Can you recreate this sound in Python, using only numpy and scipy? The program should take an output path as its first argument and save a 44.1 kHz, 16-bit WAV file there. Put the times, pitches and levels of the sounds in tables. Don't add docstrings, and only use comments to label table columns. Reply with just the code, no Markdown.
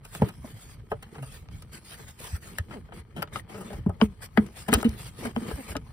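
import sys
import numpy as np
from scipy import signal
from scipy.fft import rfft, irfft, next_fast_len
from scipy.io import wavfile
from scipy.ndimage import uniform_filter1d, map_coordinates

SR = 44100
rng = np.random.default_rng(int(sys.argv[2]) if len(sys.argv) > 2 else 0)


def to_wav(s):
    ch = np.atleast_2d(s).T
    pcm = np.round(np.clip(ch, -1, 1) * 32767)
    wavfile.write(sys.argv[1], SR, pcm.astype(np.int16))


def rack_gain(trim_db):
    fader = np.asarray(trim_db, float)
    return 10 ** (fader / 20)


N = 261072

# time in seconds, level in dB before it wavers.
RUMBLE_LEVEL = [(0.0, -44.5), (0.46, -45.5), (1.4, -47), (2.2, -46), (2.9, -46.5), (4.01, -45), (4.1, -42),
                (5.92, -44)]
# frequency in Hz, relative level in dB.
GROUND_COLOUR = [(15, -78), (25, 11), (58, 10), (130, 7.5), (591, -30.5), (1000, -31.5), (4000, -40),
                 (16000, -71)]
# frequency in Hz, likeness (1 = the same).
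LIKENESS = [(60, 0.9), (300, 0.87), (1200, 0.097), (5500, 0.11), (6800, 0.96), (16000, 1)]
# time in seconds, lag of the left in ms, how much louder the left is in dB.
HAND_PLACE = [(0, 0.24, -1), (.9, 0.29, 1.5), (1.7, 0.21, 2), (2.6, 0.25, 4), (3.2, 0.37, 5.5),
              (3.36, -0.25, 4.5), (4.4, -0.2, 9), (5.3, -0.42, 4.5), (5.92, -0.15, 4.5)]
# start in seconds, length in seconds, slide as skin hiss in dB (before the
# hiss boost), pressure as housing creak in dB.
RUB_STROKES = [(0.039, 0.18, -57, -91), (0.124, 0.062, -48, -61), (0.187, 0.11, -56, -41.5),
               (0.443, 0.077, -54.5, -53.5), (0.558, 0.2, -57.5, -61.5), (0.899, 0.028, -55, -65),
               (1.117, 0.11, -61.5, -48), (1.23, 0.075, -56, -72), (1.311, 0.07, -50.5, -68),
               (1.508, 0.13, -62.5, -66.5), (1.722, 0.073, -52, -51.5), (1.846, 0.21, -52, -60.5),
               (1.955, 0.1, -58, -53.5), (2.072, 0.051, -54, -62), (2.184, 0.19, -49, -65),
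               (2.413, 0.082, -54, -54), (2.486, 0.12, -58, -49), (2.685, 0.13, -65, -44.5),
               (2.932, 0.082, -59.5, -48.5), (3.155, 0.098, -64, -40), (3.325, 0.087, -50, -42.5),
               (3.487, 0.31, -58, -45.5), (4.007, 0.062, -50, -45), (4.213, 0.058, -47.5, -53),
               (4.365, 0.15, -62, -47.5), (4.559, 0.075, -50, -58), (4.681, 0.027, -59, -24),
               (4.712, 0.12, -49, -35), (4.844, 0.14, -59, -42), (4.977, 0.12, -50.5, -55.5),
               (5.178, 0.15, -50.5, -43), (5.279, 0.051, -60.5, -41.5), (5.352, 0.12, -56.5, -39.5),
               (5.469, 0.09, -48, -39.5), (5.528, 0.14, -52, -47.5), (5.672, 0.068, -48.5, -45.5)]
# time in seconds, skin hiss in dB before the boost.
LIGHT_TOUCH = [(0, -82), (.32, -65), (.55, -66), (.76, -77), (1.07, -72), (1.39, -60), (1.47, -79),
               (1.66, -73), (1.82, -65.5), (2.4, -66.5), (2.66, -72), (3.02, -80.5), (3.85, -76.5),
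               (4.3, -71.5), (4.65, -61.5), (5.12, -65), (5.78, -72)]
# frequency in Hz, relative level in dB per Hz.
HISS_COLOUR = [(900, -8.5), (1600, 0), (2600, -2.5), (4000, -6), (5000, -5), (6000, -10.5), (7000, -4.5),
               (9300, -5), (10500, -4.5), (11500, -11), (13500, -10.5), (15800, -12.5)]
# frequency in Hz, width in Hz, relative level in dB.
DUCT_MODES = [(433.7, 38.5, 12.5), (547, 105, 9.5), (880, 378, 6.5), (1253, 106, 11), (1804, 1040, 3),
              (2360, 516, 2), (3060, 298, 4), (3210, 1580, -2.5), (3970, 970, -5.5), (4550, 510, -9)]
# frequency in Hz, width in Hz, relative level in dB.
HOUSING_MODES = [(181, 149, -2), (236.7, 16.6, 2.5), (332, 7.2, -7), (476, 55, -6)]
# time in seconds, peak in dB before left-right balance, sizzle in dB relative
# to that peak (before boost and colour), hardness as tilt in dB per octave, contact time in seconds.
TAP_BLOWS = [(0.049, -36.5, -5.5, 0.5, 0.0074), (0.149, -26.5, -9, 1, 0.0049),
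             (0.219, -15.5, -22.5, -5.5, 0.0052), (0.285, -33.5, -4.5, 4, 0.011),
             (0.916, -16.5, -31, -7.5, 0.0062), (1.025, -35, -7, 5.5, 0.0093),
             (1.151, -36.5, -30, 0.5, 0.012), (1.182, -36.5, -36, -4, 0.0066),
             (1.224, -33.5, -11, 0.5, 0.012), (1.486, -41.5, -41, 3.5, 0.0019),
             (1.621, -40.5, -2.5, 2.5, 0.0063), (2.198, -38.5, -6, -28, 0.0099),
             (2.584, -20.5, -6, 5.5, 0.0035), (2.708, -36, -13, -3, 0.0083),
             (2.729, -38.5, -27, -3, 0.0088), (2.886, -44.5, -35, -5, 0.0094),
             (2.921, -34, -27, -2.5, 0.0059), (3.162, -33, -13, 0, 0.034), (3.221, -22.5, -13, 1.5, 0.0026),
             (3.225, -21.5, -15, 2, 0.0045), (3.274, -41.5, -47, 4, 0.0047), (3.358, -26, -21, 1, 0.0063),
             (3.541, -35, -26, -3.5, 0.017), (3.576, -38, -9, -2, 0.019), (3.605, -34, -8.5, -4, 0.019),
             (3.646, -45, -24, -8, 0.0032), (3.702, -33, -23, -5.5, 0.007), (3.728, -31.5, -16, -2, 0.014),
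             (3.861, -31, -26, -9, 0.006), (3.893, -27, -22.5, -11, 0.0079), (4.002, -35, -15, -5, 0.002),
             (4.013, -10.5, -36, -1.5, 0.0041), (4.373, -10, -26, 0.5, 0.0049), (4.463, -42, -8, 5, 0.0052),
             (4.682, -21.5, -12, 0.5, 0.012), (4.718, -28.5, -19, 5, 0.013), (4.728, -9, -12, -0.5, 0.0045),
             (4.736, -12.5, 0.5, 5.5, 0.0091), (4.748, -30, -16, 6, 0.0078),
             (4.811, -32, -18, 18.5, 0.0044), (4.828, -20.5, -7, -3.5, 0.003),
             (4.842, -27, -14, 6.5, 0.019), (4.892, -33.5, -3, 14.5, 0.0023), (5.225, -31, -28, -13, 0.013),
             (5.251, -23.5, -17, -1.5, 0.0089), (5.362, -18.5, -24, -0.5, 0.0014),
             (5.511, -26.5, -29, -8, 0.0034), (5.752, -21.5, -23, -6, 0.0056),
             (5.766, -24, -10, 10, 0.0029)]
# frequency in Hz, time to fall 60 dB in seconds.
BAY_DECAY = [(150, 0.078), (800, 0.098), (8000, 0.025)]
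# start in seconds, level in dB before the swing's shape,
# starting pitch in Hz, time driven in seconds.
HOUSING_THUMPS = [(0.153, -39.5, 173, 0.017), (0.197, -32, 138, 0.015), (0.2197, -11, 201.4, 0.0092),
                  (0.23, -15, 122, 0.012), (0.442, -37.5, 244, 0.015), (1.176, -39, 147, 0.033),
                  (1.211, -34, 136.6, 0.036), (2.33, -25, 74.5, 0.024), (2.595, -24.5, 87.6, 0.02),
                  (2.991, -36, 74, 0.014), (3.176, -34.5, 174, 0.029), (3.739, -33, 69, 0.027),
                  (3.864, -13.5, 191, 0.011), (3.881, -24, 93, 0.025), (4.021, -11, 221.4, 0.019),
                  (4.036, -26, 76.5, 0.022), (4.38, -10.5, 220.4, 0.019), (4.394, -26, 72.4, 0.015),
                  (4.687, -25, 223, 0.028), (4.726, -11, 242.7, 0.0061), (4.748, -14, 60.3, 0.012),
                  (4.774, -22.5, 246, 0.011), (4.85, -14.5, 235, 0.027), (4.883, -24.5, 66, 0.017),
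                  (5.249, -30.5, 242.3, 0.035), (5.366, -23.5, 235, 0.022), (5.421, -31.5, 236, 0.016),
                  (5.53, -30.5, 67, 0.025), (5.699, -32, 82, 0.016), (5.757, -31, 279, 0.017)]
# start in seconds, level in dB before onset and balance,
# pitch in Hz, time to fall 60 dB in seconds.
TAB_FLICKS = [(0.2195, -12.5, 510, 0.032), (4.0135, -16, 3020, 0.016), (4.3745, -25, 3020, 0.013),
              (0.445, -34.5, 620, 0.035), (2.585, -20.5, 1780, 0.019), (3.2255, -27, 4800, 0.012),
              (3.227, -24, 1320, 0.025), (3.358, -20, 1250, 0.031), (3.396, -30, 1900, 0.015),
              (3.2245, -18.5, 12400, 0.012)]
# start in seconds, length in seconds, level of the lowest tone
# in dB, first slips per second, last slips per second.
JUDDER_RUNS = [(2.74, 0.055, -38, 296, 162), (3.54, 0.088, -41.5, 205, 186),
               (3.685, 0.061, -41.5, 184, 210), (5.575, 0.044, -36.5, 310, 230)]

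REST_CREAK_DB, REST_SCRAPE_DB = -61, -65.5
SLIDE_SHARE, SCRAPE_DB = 0.52, -2
CHANGE_S = 0.021
SWELL_DB, FADE_DB = 3, 1.5
HISS_BOOST_DB = 4.5
MODE_SCATTER_DB, MODE_SHIFT = 2, .03
LEAD_S, LEAD_DB = .004, -16
STRIKE_S = .014
TAP_LAG_SHARE = 0.52
JUDDER_FALL_DB, JUDDER_JITTER = -6, 0.019


def unit(x):
    return x / np.sqrt(np.mean(x ** 2) + 1e-20)


def along(points, hz):
    f, v = np.transpose(points)
    return np.interp(np.log(hz + 1), np.log(f + 1), v)


def curves(rows):
    s, *cols = np.transpose(rows)
    return [np.interp(np.arange(N) / SR, s, c) for c in cols]


def balance():
    left_louder_db = curves(HAND_PLACE)[1]
    return rack_gain(np.outer([.5, -.5], left_louder_db))


def wobble(rate):
    knots = rng.standard_normal(int(N * rate / SR) + 4)
    return map_coordinates(knots, [np.arange(N) * rate / SR])


def filtered(x, response):
    m = next_fast_len(x.shape[-1] + 8192)
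    return irfft(rfft(x, m) * response(np.fft.rfftfreq(m, 1 / SR)), m)[..., :x.shape[-1]]


def modes(table, hz):
    total = 0
    for k, (centre, width, db) in enumerate(table):
        resonance = 1j * hz * width / (centre * centre - hz * hz + 1j * hz * width)
        total = total + (-1) ** k * rack_gain(db) * resonance
    return total


def rush(gain, grain_db, rate, patchy_db=0):
    z = signal.stft(rng.standard_normal((2, N)), nperseg=512)[2]
    field = uniform_filter1d(rng.standard_normal(z.shape[1:]), 3, 0)
    field = uniform_filter1d(field, 10, 1)
    pair = signal.istft(z * rack_gain(patchy_db * unit(field)), nperseg=512)[1][:, :N]
    pair = pair * rack_gain(grain_db * wobble(rate))

    def mid_side(hz):
        turn = np.arccos(np.clip(along(LIKENESS, hz), -1, 1)) / 2
        return gain(hz) * np.array([np.cos(turn), np.sin(turn)])

    mid, side = filtered(pair, mid_side)
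    return unit(np.array([mid + side, mid - side]))


def background():
    level = rack_gain(curves(RUMBLE_LEVEL)[0] + 1.8 * wobble(3.2))
    return level * rush(lambda hz: rack_gain(along(GROUND_COLOUR, hz)), grain_db=4.0, rate=18)


def slips(rate, scatter_db):
    happens = rng.random(N) < rate / SR
    size = rack_gain(scatter_db * np.minimum(rng.exponential(size=N), 2.5))
    jolts = happens * size * rng.choice([-1, 1], N)
    return unit(filtered(jolts, lambda hz: modes(DUCT_MODES, hz) / (1 + 1j * hz / 3000)))


def rubbing():
    hiss_db, creak_db = curves(LIGHT_TOUCH)[0], np.full(N, float(REST_CREAK_DB))
    for s, length, slide_db, press_db in RUB_STROKES:
        span = slice(round(s * SR), round((s + length) * SR))
        u = np.linspace(-1, 1, span.stop - span.start)
        shape_db = -SWELL_DB * u ** 2 - FADE_DB * u / 2
        hiss_db[span] = slide_db + shape_db
        creak_db[span] = press_db + shape_db
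    scrape_db = SCRAPE_DB + SLIDE_SHARE * hiss_db + (1 - SLIDE_SHARE) * creak_db
    scrape_db = np.maximum(scrape_db, REST_SCRAPE_DB)
    levels = np.array([hiss_db, scrape_db, creak_db])
    hiss_db, scrape_db, creak_db = uniform_filter1d(levels, round(CHANGE_S * SR), axis=1)

    flutter = wobble(30)
    hiss = rush(lambda hz: rack_gain(along(HISS_COLOUR, hz)), grain_db=1.2, rate=300, patchy_db=4.5)
    hiss = hiss * rack_gain(hiss_db + 1.5 * flutter)
    scrape = rush(lambda hz: modes(DUCT_MODES, hz), grain_db=3, rate=150, patchy_db=3)
    scrape = scrape * rack_gain(scrape_db + 3.5 * flutter)
    scrape += rack_gain(scrape_db - 4) * slips(rate=120, scatter_db=5)
    creak = rush(lambda hz: modes(HOUSING_MODES, hz) / (1 + (hz / 600) ** 4), grain_db=4, rate=70)
    creak = creak * rack_gain(creak_db + 2.5 * wobble(25))
    return rack_gain(HISS_BOOST_DB) * hiss + creak + scrape * balance()


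def taps():
    body, treble = np.zeros(N + SR), np.zeros(N + SR)
    t = np.arange(4096) / SR - .01
    after = np.maximum(t, 0)
    size = 1 - np.exp(-after / 0.0016) + rack_gain(LEAD_DB) * np.exp(-np.abs(t) / LEAD_S)

    def peak(x):
        return x / np.abs(x).max()

    for s, db, sizzle_db, tilt_db, contact in TAP_BLOWS:
        blow, fizz = rng.standard_normal((2, len(t))) * size
        strike = STRIKE_S / contact * np.exp(-((t - .0005) / .00004) ** 2)
        blow = blow * np.exp(-after / contact) + strike
        moved = np.array(DUCT_MODES) * [[1 + MODE_SHIFT * rng.standard_normal(), 1, 1]]
        moved[:, 2] += MODE_SCATTER_DB * rng.standard_normal(len(DUCT_MODES))

        def duct(hz):
            broad = 1.3j * hz / (hz + 400) / (1 + (hz / 3500) ** 2)
            spread = np.exp(-2j * np.pi * 0.1202 * np.sqrt(hz + 100))
            hardness = (1 + 1j * hz / 400) ** (tilt_db / (20 * np.log10(2)))
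            return (modes(moved, hz) + broad) * spread * hardness / (1 + 1j * hz / 7000) ** 2

        start = round((s - .0105) * SR)
        body[start:][:len(t)] += rack_gain(db) * peak(filtered(blow, duct))
        fizz = peak(fizz * np.exp(-(after / contact) ** 4))
        treble[start:][:len(t)] += rack_gain(db + sizzle_db + 14.5) * fizz

    def sizzle_colour(hz):
        return rack_gain(along(HISS_COLOUR, hz)) / (1 + (5500 / (hz + 1)) ** 4)

    return body[:N] * balance(), filtered(treble[:N], sizzle_colour)


def bay(x):
    hz, t, z = signal.stft(rng.standard_normal((2, SR // 4)), SR, nperseg=256)
    fall = rack_gain(-60 * t / along(BAY_DECAY, hz)[:, None])
    tail = signal.istft(z * fall, SR, nperseg=256)[1]
    late = np.pad(x, (150, 0))[None]
    return signal.fftconvolve(late, tail / np.linalg.norm(tail[0]), axes=1)[:, :N]


def thumps():
    out, t = np.zeros(N + SR), np.arange(SR // 4) / SR
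    for s, db, hz, driven in HOUSING_THUMPS:
        rise = 1 - np.exp(-t * hz * 4.0)
        damped = 0.2 + 1.0 / (1 + np.exp(np.minimum((t - driven) / 0.0015, 50)))
        ring_out = rack_gain(-60 * np.maximum(t - driven, 0) / 0.22)
        phase = 2 * np.pi * hz * t * (1 - 0.65 * t)
        swing = np.sin(phase) + 0.16 * np.sin(2 * phase + 1)
        out[round(s * SR):][:len(t)] += rack_gain(db) * rise * damped * ring_out * swing
    return out[:N]


def flicks():
    out, t = np.zeros(N + SR), np.arange(4096) / SR
    for s, db, hz, t60 in TAB_FLICKS:
        overtone = np.sin(2 * np.pi * 1.63 * hz * t + rng.uniform(0, 2 * np.pi))
        ring = np.sin(2 * np.pi * hz * t) + 0.41 * rack_gain(-40 * t / t60) * overtone
        size = rack_gain(db - 60 * t / t60) * (1 - np.exp(-t / 0.00051))
        out[round(s * SR):][:len(t)] += size * ring
    return out[:N] * balance()


def judders():
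    out, uneven = np.zeros(N), 1 + JUDDER_JITTER * wobble(120)
    for s, length, db, first_hz, last_hz in JUDDER_RUNS:
        span = slice(round(s * SR), round((s + length) * SR))
        u = np.linspace(0, 1, span.stop - span.start)
        rate = (first_hz + (last_hz - first_hz) * u) * uneven[span]
        phase = 2 * np.pi * np.cumsum(rate) / SR
        groan = sum(rack_gain(JUDDER_FALL_DB * k) * np.sin((k + 1) * phase) for k in range(4))
        out[span] += rack_gain(db) * np.sqrt(np.sin(np.pi * u)) * groan
    return out


def scene():
    body, sizzle = taps()
    body = body + flicks()
    swing = thumps() + judders()
    delay = np.outer([.5, -.5], curves(HAND_PLACE)[0]) * SR / 1000
    near = []
    for x, d in zip(body, delay):
        blows = map_coordinates(x, [np.arange(N) - TAP_LAG_SHARE * d])
        near.append(blows + map_coordinates(swing, [np.arange(N) - d]))
    echo = rack_gain(-14) * bay(body.mean(0) + swing / 2)
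    return np.array(near) + sizzle + rubbing() + echo + background()


def top_cut(x):
    return signal.sosfilt(signal.butter(12, 16460, fs=SR, output="sos"), x)


def record(dry):
    def late(hz):
        lag_s = .0002165 / (1 + (4200 / (hz + 1)) ** 8)
        return np.exp(-2j * np.pi * hz * lag_s)

    def rolloff(hz):
        return 1 / (1 + (hz / 15900) ** 200) / (1 + (38 / (hz + 1)) ** 4)

    ports = np.array([filtered(dry[0], late), dry[1]])
    mix = filtered(ports, rolloff)
    return top_cut(mix)


dry = scene()
out = record(dry)
to_wav(out)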